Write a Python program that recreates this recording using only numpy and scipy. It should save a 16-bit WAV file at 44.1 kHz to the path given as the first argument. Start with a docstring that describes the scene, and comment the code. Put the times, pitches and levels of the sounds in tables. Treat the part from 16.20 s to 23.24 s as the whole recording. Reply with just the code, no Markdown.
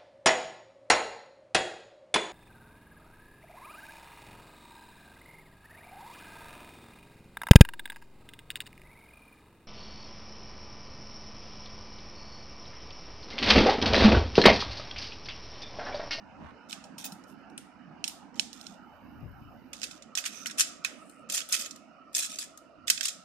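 """Short hard plastic pipes and beads are threaded and sorted in a heap on a plate, close to a phone.
Single pieces click: each contact is shaped noise plus ringing pipe modes. The stirred heap rattles: pushes
set off random trains of such contacts. Heap and rattle excite plate resonances; slides, bumps and one faint
hiss are noise in resonance. A small room answers by convolution, over a wavering rush of air and low rumble."""
import sys
import numpy as np
from scipy import signal
from scipy.fft import rfft
from scipy.io import wavfile
from scipy.ndimage import uniform_filter1d

SR = 44100
rng = np.random.default_rng(int(sys.argv[2]) if len(sys.argv) > 2 else 0)


def bounce(signal):
    """Save signal as a 16-bit WAV file at the path given by the first command-line argument."""
    frames = np.transpose(np.atleast_2d(signal))
    limited = np.clip(frames, -1, 1)
    pcm = np.round(limited * 32767).astype(np.int16)
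    wavfile.write(sys.argv[1], SR, pcm)


N = 310464  # samples


def amp(db):
    """Logarithmic levels: decibels become a pressure gain."""
    return 10 ** (np.asarray(db) / 20)


def evened(x):
    """Normalization: scales the signal to an rms of 1."""
    return x / np.sqrt(np.mean(x ** 2) + 1e-20)


def read(table, hz):
    """Spectral interpolation: every column of a table at hz, on a log-frequency axis."""
    f, *columns = np.transpose(table)
    return np.array([np.interp(np.log(hz + 1), np.log(f), column) for column in columns])


def follow(curve):
    """Amplitude envelope: a level curve as a gain for every sample."""
    return amp(np.interp(np.arange(N) / SR, *np.transpose(curve)))


def causal(db):
    """Minimum phase: the Hilbert transform of log gain gives the phase of an impulse response."""
    log_gain = np.log(amp(np.concatenate([db, db[:, -2:0:-1]], axis=1)))
    return np.fft.ifft(np.exp(np.conj(signal.hilbert(log_gain)))).real


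def convolve(x, response):
    """Linear filtering: convolves each channel and keeps the length."""
    return signal.fftconvolve(x, response, axes=1)[:, :x.shape[1]]


def panned(pan_db):
    """Interchannel level difference: left and right gains, positive towards the left."""
    return amp([[pan_db / 2], [-pan_db / 2]])


def add(mix, s, sound):
    """Superposition: mixes a stereo sound in at s seconds."""
    part = mix[:, round(s * SR):][:, :sound.shape[1]]
    part += sound[:, :part.shape[1]]


def correlated(first, second, likeness):
    """Interchannel coherence: two independent noises become a pair of the given correlation."""
    same = np.clip(likeness, -1, 1)
    return np.array([first, same * first + np.sqrt(1 - same ** 2) * second])


def noise(spectrum_db, likeness, patchy_db, size=1024):
    """Short-time spectral shaping: partly coherent stereo noise that wavers in time-frequency patches."""
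    frames = 4 * N // size + 5
    t = np.arange(frames)[:, None] * size / 4 / SR
    a, b, c, d, patches = rng.standard_normal((5, frames, size // 2 + 1))
    patches = uniform_filter1d(patches, size=12, axis=0)
    patches = evened(uniform_filter1d(patches, size=5, axis=1))
    pair = correlated(a + 1j * b, c + 1j * d, likeness)
    hz = np.fft.rfftfreq(size, 1 / SR)[None]
    pair *= amp(spectrum_db(hz, t) + patchy_db * np.tanh(patches))
    _, sound = signal.istft(pair, nperseg=size, noverlap=size * 3 // 4, time_axis=1, freq_axis=2)
    return evened(sound[:, :N])


# Relative spectrum of the room air. Each row: frequency in Hz, left level in dB, right level in dB.
AIR_SPECTRUM = [(30, -43.5, -35), (70, -23.5, -14.5), (141, -20, -12), (243, -0.5, 10.5), (331, -10.5, -2),
                (410, -18, -11), (680, -7.5, -5.5), (917, -8, -5.5), (1086, -15.5, -13), (1320, -11, -5),
                (1575, -17.5, -9.5), (2010, -23, -21), (3016, -29, -14), (3120, -45.5, -36),
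                (5200, -45, -27.5), (12200, -54.5, -68)]
# Colour change of the air as the phone moves. Each row: frequency in Hz, change in dB.
AIR_COLOUR_SHIFT = [(140, -2.5), (450, 0.5), (660, 6.5), (860, -12), (1070, -3), (1300, 8.5), (1600, -11),
                    (1900, 1.5)]
MOVED_S = 3.14  # when the phone starts to move, s


def air_colour(hz, t, hum_hz=220, hum_width_hz=130, hum_fade_db_per_s=0.17):
    """Time-varying spectrum: a low hum fades slowly, and the middle turns hollow as the phone moves."""
    moved = np.clip(t - MOVED_S, 0, 1)
    hum = np.exp(-((hz - hum_hz) / hum_width_hz) ** 2)
    return read(AIR_SPECTRUM, hz) + moved * read(AIR_COLOUR_SHIFT, hz) - hum_fade_db_per_s * t * hum


# Strength of the air before its overall gain. Each row: time in seconds, relative level in dB.
AIR_STRENGTH = [(0.0, -56.5), (2.25, -58), (3.9, -59), (4.5, -57.5), (5.3, -59.5), (7.04, -62)]


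def room_air(level_db=6):
    """Broadband noise: the rush of air follows a level curve and wavers in patches."""
    air = noise(air_colour, likeness=0.59, patchy_db=6.0)
    return amp(level_db) * follow(AIR_STRENGTH) * air


# Strength of the phone shifting in the hand. Each row: time in seconds, relative level in dB.
HANDLING_STRENGTH = [(0.0, -72), (0.25, -53), (0.39, -75), (2.59, -73.5), (3.08, -50.5), (3.9, -79),
                     (6.55, -79), (6.59, -65.5), (7.04, -85)]
# Relative colour of the handling rumble. Each row: frequency in Hz, level in dB.
RUMBLE_SPECTRUM = [(40, -27.5), (80, 4.5), (130, -5.5), (300, -24), (2000, -100)]


def handling_rumble(level_db=-1, pan_db=10):
    """Low-frequency noise: the shifting phone rumbles, mostly at the left microphone."""
    rumble = noise(lambda hz, t: read(RUMBLE_SPECTRUM, hz), likeness=0.5, patchy_db=0)
    return amp(level_db) * follow(HANDLING_STRENGTH) * rumble * panned(pan_db)


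# Reverberation of the room. Each row: frequency in Hz, 60 dB decay time in seconds.
ROOM_DECAY = [(3000, .43), (7000, .38), (15000, .21)]


def room(x, tail_db=-15, near_db=-14, near_t60=0.06, onset=0.0027):
    """Reverberation: sparse early scatter and a frequency-dependent exponential tail of random echoes."""
    taps = rng.standard_normal((2, SR * 2 // 3))
    age = np.arange(taps.shape[1]) / SR
    arrived = np.clip(age / onset - .5, 0, 1)
    hz, t, z = signal.stft(taps, SR, nperseg=256)
    decay = amp(-60 * t / read(ROOM_DECAY, hz).T)
    tail = signal.istft(z * decay, SR)[1][:, :len(age)] * arrived
    # cubed noise leaves a few strong echoes among many weak ones
    near = rng.standard_normal(taps.shape) ** 3 * amp(-60 * age / near_t60) * arrived
    response = amp(tail_db) * evened(tail) + amp(near_db) * evened(near)
    return convolve(x, response / np.sqrt(len(age)))


def resonant_strokes(table, likeness, grain_db):
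    """Resonant noise: each grainy stroke swells and fades in one resonance, filtered twice."""
    out = np.zeros((2, N))
    for s, length, db, hz, width, pan_db in table:
        a, b, grip = rng.standard_normal((3, 2 * SR))[:, :round(length * SR)]
        grain = amp(grain_db * evened(uniform_filter1d(grip, size=90)))
        stroke = correlated(a, b, likeness) * grain
        resonance = signal.iirpeak(hz, hz / width, fs=SR)
        stroke = signal.lfilter(*resonance, signal.lfilter(*resonance, stroke))
        swell = np.sin(np.linspace(0, np.pi, len(a)))
        add(out, s, amp(db) * panned(pan_db) * evened(stroke * swell))
    return out


# Soft bumps of the hands and the phone. Each row: start in seconds, length in seconds, level in dB,
# centre in Hz, width of one filter pass in Hz, left-right difference in dB.
SOFT_BUMPS = [(.19, 0.077, -56.5, 128, 149, 16), (.62, 0.26, -56, 203, 96, -1),
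              (.9, 0.079, -50.5, 180, 61.3, 0), (1.64, .14, -54, 183, 71, -5),
              (2.44, 0.14, -54, 205, 47.8, -5), (3.0, 0.088, -48.5, 108.7, 118, 11),
              (3.13, 0.21, -58.5, 95, 80, 12)]


def bumps():
    """Low resonance: soft handling bumps are brief, partly coherent strokes of noise."""
    return resonant_strokes(SOFT_BUMPS, likeness=0.75, grain_db=1.5)


# Fingers, thread and pipes sliding over each other, except the row at 2.45 s: a long treble hiss,
# too faint to hear. Each row: start in seconds, length in seconds, level in dB,
# centre in Hz, width of one filter pass in Hz, left-right difference in dB.
SLIDES_AND_HISS = [(.185, 0.16, -55.5, 1000, 930, -6), (.84, 0.036, -44, 15000, 1600, 0),
                   (1.3765, 0.0048, -40.5, 9140, 1800, 10), (2.45, 1.43, -81, 13200, 2410, 0.5),
                   (4.1, 0.18, -55.5, 6100, 640, -12.5), (4.09, .19, -70.5, 12300, 3500, -5.5),
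                   (4.7, .35, -72, 8500, 2600, 12.5)]


def slides_and_hiss():
    """Band-limited noise: friction of sliding pieces, and one faint treble hiss, as grainy strokes."""
    return resonant_strokes(SLIDES_AND_HISS, likeness=.27, grain_db=4)


# Resonances of the loaded plate. Each row: frequency in Hz, relative level in dB.
PLATE_MODES = [(2560, 5.5), (3580, -1), (5506, -2.5), (6428, 0), (6690, -9), (7080, -7), (7476, -0.5),
               (8958, -8.5)]


def plate(x, ring_db=-2, width_hz=70):
    """Modal resonance: the knocks that reach the plate excite its narrow resonances in parallel."""
    out = np.zeros_like(x)
    for hz, db in PLATE_MODES:
        resonance = signal.iirpeak(hz, hz / width_hz, fs=SR)
        out += amp(db) * signal.lfilter(*resonance, x + 1e-20)
    return amp(ring_db) * out


# Colour of hard plastic at the two microphones. Each row: frequency in Hz, left level in dB,
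# right level in dB; each contact then adds its own tilt.
PLASTIC_COLOUR = [(388, -41.5, -40), (921, -24.5, -33.5), (1440, -15.5, -13.5), (2430, -16.5, -12.5),
                  (2760, -21, -12), (3340, -12, -4), (4470, -11, -3.5), (5170, -10, 0.5), (7120, -1, -5),
                  (9250, -3.5, -18), (10770, -14.5, -16.5), (13700, -17, -20), (15900, -40.5, -47)]


def contact_colour(hz, body_db, bright_db, knock_db, mid_db):
    """Source spectrum: material colour plus the tilt of one contact at two microphones, in dB."""
    tilt = [(90, -25), (500, -3), (1000, body_db - 2), (1500, body_db + knock_db - 2),
            (2600, body_db), (4200, mid_db), (7500, 0), (11500, bright_db)]
    return read(PLASTIC_COLOUR, hz) + read(tilt, hz)


# Modes of a pipe of middle length, before the spread in length. Each row: frequency in Hz,
# relative level in dB, 60 dB decay time in seconds.
PIPE_MODES = [(2570, 0, .017), (2980, 2, .016), (4130, 2, .016), (5450, 1, .016), (6783, -3, .016),
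              (8600, 3, .012)]


def piece(body_db, bright_db, ring_ms, pipe_db, length_spread, knock_db, mid_db, ripple_db,
          rise_share=0.17, size=1024):
    """Impact excitation: one contact of unit energy, a pipe ringing as it chatters on its neighbours."""
    t, hz = np.arange(size) / SR, np.fft.rfftfreq(size, 1 / SR)
    ring = max(ring_ms, .3) / 1000  # s
    # the blow takes a moment to spread through the pieces that touch
    rise = 1 - np.exp(-t / (rise_share * ring))
    chatter = rng.standard_normal((2, size)) * rise * np.exp(-.3 * (t / ring) ** 1.18)
    # a hard contact excites all broad bands alike and leaves only narrow peaks
    band_power = uniform_filter1d(abs(rfft(chatter)) ** 2, size=24)
    chatter = convolve(chatter, causal(-10 * np.log10(band_power)))
    pitch = np.exp(length_spread * rng.standard_normal())  # pipes differ in length
    modes = 0
    for f, db, t60 in PIPE_MODES:
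        phase = rng.random() + rng.random((2, 1)) / 2  # cycles
        modes = modes + amp(db - 60 * t / t60) * np.sin(2 * np.pi * (f * pitch * t + phase))
    strike = evened(chatter) + amp(pipe_db) * evened(modes * rise)
    # each point of contact favours its own frequencies
    ripple = uniform_filter1d(uniform_filter1d(rng.standard_normal(len(hz)), size=6), size=6)
    colour = contact_colour(hz, body_db, bright_db, knock_db, mid_db) + ripple_db * evened(ripple)
    sound = convolve(strike, causal(colour))
    return sound / np.sqrt(np.sum(sound ** 2) / 2)


HELD_RING_DB, HEAP_RING_DB = 5, -9  # pipe ring against chatter, dB
HEAP_RIPPLE_DB = 4  # how much contacts in the heap differ in spectrum, dB
# Single clicks. Each row: start in seconds, level over 5 ms in dB before the group's gain, body in dB,
# brightness in dB, ring time scale in ms (at least 0.3 is used), left-right difference in dB.
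SINGLE_CLICKS = [(0.5092, -40, 9, 12, 0.61, -10), (0.528, -28.5, 12.5, -4, 1.1, -2),
                 (0.64, -42, 4, -2, 10, -1), (0.782, -37.5, 11, 21, 5.1, 0), (0.8435, -36, 4, 3, 1.6, 1),
                 (0.852, -37, 4, 16, 4.2, 0), (0.921, -39, 1, 13, 4.8, -5),
                 (1.0385, -55.5, -13.5, 5, 2, -13), (1.299, -60.5, -11, 7.5, 2.5, -9),
                 (1.379, -35.5, 14, 9, 0.67, 2), (1.841, -22, 9, -2, 2.1, -5),
                 (1.878, -25.5, 2, 12.5, 2.2, -7), (1.896, -41, 11.5, -4, 1.1, -8),
                 (2.1957, -20, 7, -1, 0.97, -14.5), (2.33, -40.5, -3, 6, 1.1, -13),
                 (2.412, -41.5, -4, 6, 0.76, -11), (2.467, -39, -3, -4, 1.2, -13.5),
                 (3.5313, -31.5, 7, 2, 2.4, -4.5), (3.617, -35.5, 7, -9, 0.35, -12),
                 (3.6314, -25.5, 7, -16, 0.87, -3.5), (3.638, -26.5, 7, 5, 2, -9),
                 (3.7106, -38, 2.5, -5, 3.1, -9), (3.822, -40.5, 6, -11, 2.1, -4),
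                 (3.9521, -22.5, 1, -4, 1.1, -3), (3.974, -20.5, 6, -10, 1.4, -2.5),
                 (3.9836, -24.5, 9, 4, 1.8, -8), (4.0398, -30.5, 13, -5, 1.6, 0),
                 (4.0594, -23, 11.5, 1.5, 3, -1), (4.2588, -24, 20.5, -1, 1.5, 2.5),
                 (4.2669, -26.5, -28.5, 2, 3.6, -9), (4.297, -35.5, 12.5, -1.5, 3, -6),
                 (4.31, -32, 3, -6, 2.4, -3), (4.392, -28.5, 5, 2.5, 1.8, 5.5),
                 (4.4063, -13, 5, -9.5, 1.9, 13.5), (4.6476, -19, 14.5, 2, 0.61, -1),
                 (4.896, -48, -5.5, 10.5, 0.9, 6), (5.0984, -25.5, -0.5, 8, 1.7, -6.5),
                 (5.121, -23, -1, 9, 3.6, -2), (5.1464, -21, -9, 7, 2.6, 2),
                 (5.1777, -21.5, 7.5, -6, 1.1, -3), (5.19, -30.5, 4.5, -17, 1.3, -2),
                 (5.2048, -29, 7, -13, 0.34, -5), (5.2144, -36, 9, -9, 1.5, -16),
                 (5.2887, -36.5, 8, 14, 1.6, 8), (5.325, -16.5, -11, 3, 0.86, 1),
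                 (5.4591, -29.5, 8.5, 2.5, 2.8, -1.5), (5.509, -34, -8, -5, 1.6, -10.5),
                 (5.56, -42.5, 5.5, 3, 0.97, -2), (5.949, -17.5, -4.5, -8, 1.4, -3),
                 (6.186, -23, -2.5, 4, 4.9, -2), (6.3746, -41.5, 0, 6, 0.93, 4), (6.68, -22, 7, 2, 2, -11),
                 (6.7002, -8, 2, 2.5, 1.2, -2.5), (6.776, -29, 5.5, -8, 1.5, -9),
                 (6.809, -21.5, 11, -1, 1.2, -10.5), (6.8312, -29.5, -6, 12, 1.6, -4),
                 (6.8542, -18, 3, 0, 1.7, 3), (6.8837, -22.5, 0.5, 1, 1.6, 2)]
HELD_UNTIL = 3  # s; single clicks are in the hand before this and in the heap after
IN_HAND = [row for row in SINGLE_CLICKS if row[0] < HELD_UNTIL]
IN_HEAP = [row for row in SINGLE_CLICKS if row[0] >= HELD_UNTIL]


def all_round(rows, knock_db=-6, mid_db=2, size=2048):
    """Diffuse radiation: the walls hear clicks from all sides, so directional peaks and dips even out."""
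    out, hz = np.zeros((2, N)), np.fft.rfftfreq(size, 1 / SR)
    for s, db, body_db, bright_db, _, _ in rows:
        sound = causal(contact_colour(hz, body_db, bright_db, knock_db, mid_db))
        add(out, s, amp(db) * np.sqrt(SR / 200 / size) * evened(sound))
    return out


def clicks(rows, **contact):
    """Direct sound: the single impacts that stand out, each a fresh contact."""
    out = np.zeros((2, N))
    window = SR / 200  # samples in 5 ms
    for s, db, body_db, bright_db, ring_ms, pan_db in rows:
        sound = piece(body_db, bright_db, ring_ms, **contact)
        add(out, s, amp(db) * np.sqrt(window) * panned(pan_db) * sound)
    return out


def held_clicks():
    """Free vibration: a held pipe rings freely; picked pipes are of nearly one length."""
    return amp(-4.5) * clicks(IN_HAND, pipe_db=HELD_RING_DB, length_spread=0.008,
                              knock_db=0.0, mid_db=-1, ripple_db=1.5)


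def heap_clicks():
    """Damped vibration: a pipe in the heap rings less and knocks on the plate."""
    return amp(-6) * clicks(IN_HEAP, pipe_db=HEAP_RING_DB, length_spread=0.11,
                            knock_db=2.0, mid_db=-3.5, ripple_db=HEAP_RIPPLE_DB)


def push(t, attack, length, sag_db_per_s=25.5, settle_db_per_s=638):
    """Force envelope: a push rises, weakens while it lasts, then the heap settles."""
    fade_db = sag_db_per_s * np.minimum(t, length) + settle_db_per_s * np.maximum(t - length, 0)
    return np.minimum(t / attack, 1) ** 2 * amp(-fade_db)


KNOCKS_PER_S, GLANCING_DB = 660, 5.5  # knock rate; scale of the random weakening of glancing knocks
VARIETY_DB = 3.5  # spread of body and brightness between pieces
TOPPLES_PER_S, TOPPLE_DB, TOPPLE_FADE_DB_PER_S = 60, 5, 170  # after a push: rate, size, weakening
# Pushes of the fingers that set many pieces rattling. Each row: start in seconds, attack in seconds,
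# length before settling in seconds, relative level in dB, brightness in dB, left-right difference in dB.
FINGER_PUSHES = [(0.484, 0.0092, 0.045, -42.5, 2, -8.5), (0.774, 0.0054, 0.048, -41, 7, -4),
                 (0.838, 0.0024, 0.024, -35.5, 3, -3), (1.047, 0.083, 0.05, -47, 13, -9),
                 (2.139, .004, 0.051, -52.5, -8, -7), (2.32, 0.019, 0.22, -52, -2, -11),
                 (3.531, .006, 0.3, -48.5, -4, -7), (3.607, 0.0059, 0.054, -44, -4, -12),
                 (3.96, 0.012, 0.028, -31, 6, -9), (4.042, 0.0092, 0.026, -29, 2, -7),
                 (4.105, 0.013, 0.13, -44, -1, -4), (4.369, 0.032, 0.033, -12, 2.5, -3),
                 (4.638, 0.0043, 0.02, -39.5, -3, -16), (5.083, 0.013, 0.064, -34, -2, -3),
                 (5.135, 0.0045, 0.046, -25.5, 6.5, -5), (5.282, 0.015, 0.11, -37, 10, -4.5),
                 (5.309, 0.019, 0.047, -20.5, 4.5, -4), (5.381, 0.0077, 0.037, -29.5, 5.5, -4),
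                 (5.433, 0.007, 0.017, -38.5, -4, -10), (5.922, 0.044, 0.071, -21.5, 6, -1),
                 (5.995, 0.0065, 0.062, -28, 2, -3.5), (6.09, 0.0056, 0.073, -37.5, 1.5, -2),
                 (6.195, 0.011, 0.038, -33.5, 1, -1.5), (6.662, 0.013, 0.038, -30.5, -1, -2),
                 (6.823, 0.0044, 0.069, -30.5, 1.5, -7)]


def rattle(level_db=-4, body_db=3, count=6):
    """Random impact trains: pushes make a handful of pieces knock, and a few topple afterwards."""
    out, t = np.zeros((2, N)), np.arange(SR // 4) / SR
    for s, attack, length, db, bright_db, pan_db in FINGER_PUSHES:
        glancing = np.minimum(rng.exponential(1, len(t)), 3)
        knocks = (rng.random(len(t)) < KNOCKS_PER_S / SR) * amp(-GLANCING_DB * glancing)
        # the push is shared among the pieces that move at that moment
        crowding = np.sqrt(np.abs(uniform_filter1d(knocks ** 2, size=500)) + 0.0027)
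        knocks = knocks / crowding * push(t, attack, length)
        topples = (rng.random(len(t)) < TOPPLES_PER_S / SR) * (t > length)
        knocks = knocks + topples * amp(TOPPLE_DB - TOPPLE_FADE_DB_PER_S * (t - length))
        which = rng.integers(0, count, len(t))
        for k, (a, b) in enumerate(rng.standard_normal((count, 2))):
            sound = piece(body_db + VARIETY_DB * a, bright_db + VARIETY_DB * b, ring_ms=1.0,
                          pipe_db=HEAP_RING_DB, length_spread=0.1774,
                          knock_db=-0.5, mid_db=-4.0, ripple_db=HEAP_RIPPLE_DB)
            train = (knocks * (which == k))[None]
            add(out, s, amp(db) * panned(pan_db) * convolve(train, sound))
    return amp(level_db) * out


def scene():
    """Superposition: direct clicks and rattle, plate ring, slides and bumps, room answer and background."""
    held, heap, stirred = held_clicks(), heap_clicks(), rattle()
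    clatter = stirred + plate(heap + stirred) + slides_and_hiss()
    walls = room(clatter + amp(-0.5) * all_round(IN_HEAP, knock_db=4.0, mid_db=0.0))
    # the hand is further from the floor
    walls += room(all_round(IN_HAND), tail_db=-14, near_db=-14.5, onset=0.0034)
    background = room_air() + handling_rumble()
    return held + heap + clatter + walls + bumps() + background


def record(dry):
    """Saturation and band limiting: tanh rounds off the hardest peaks, then a low-pass cuts the top."""
    lowpass = signal.firwin(511, 15900, window=("kaiser", 9), fs=SR)  # cutoff in Hz
    return signal.oaconvolve(np.tanh(dry), lowpass[None], "same")


dry = scene()
out = record(dry)
bounce(out)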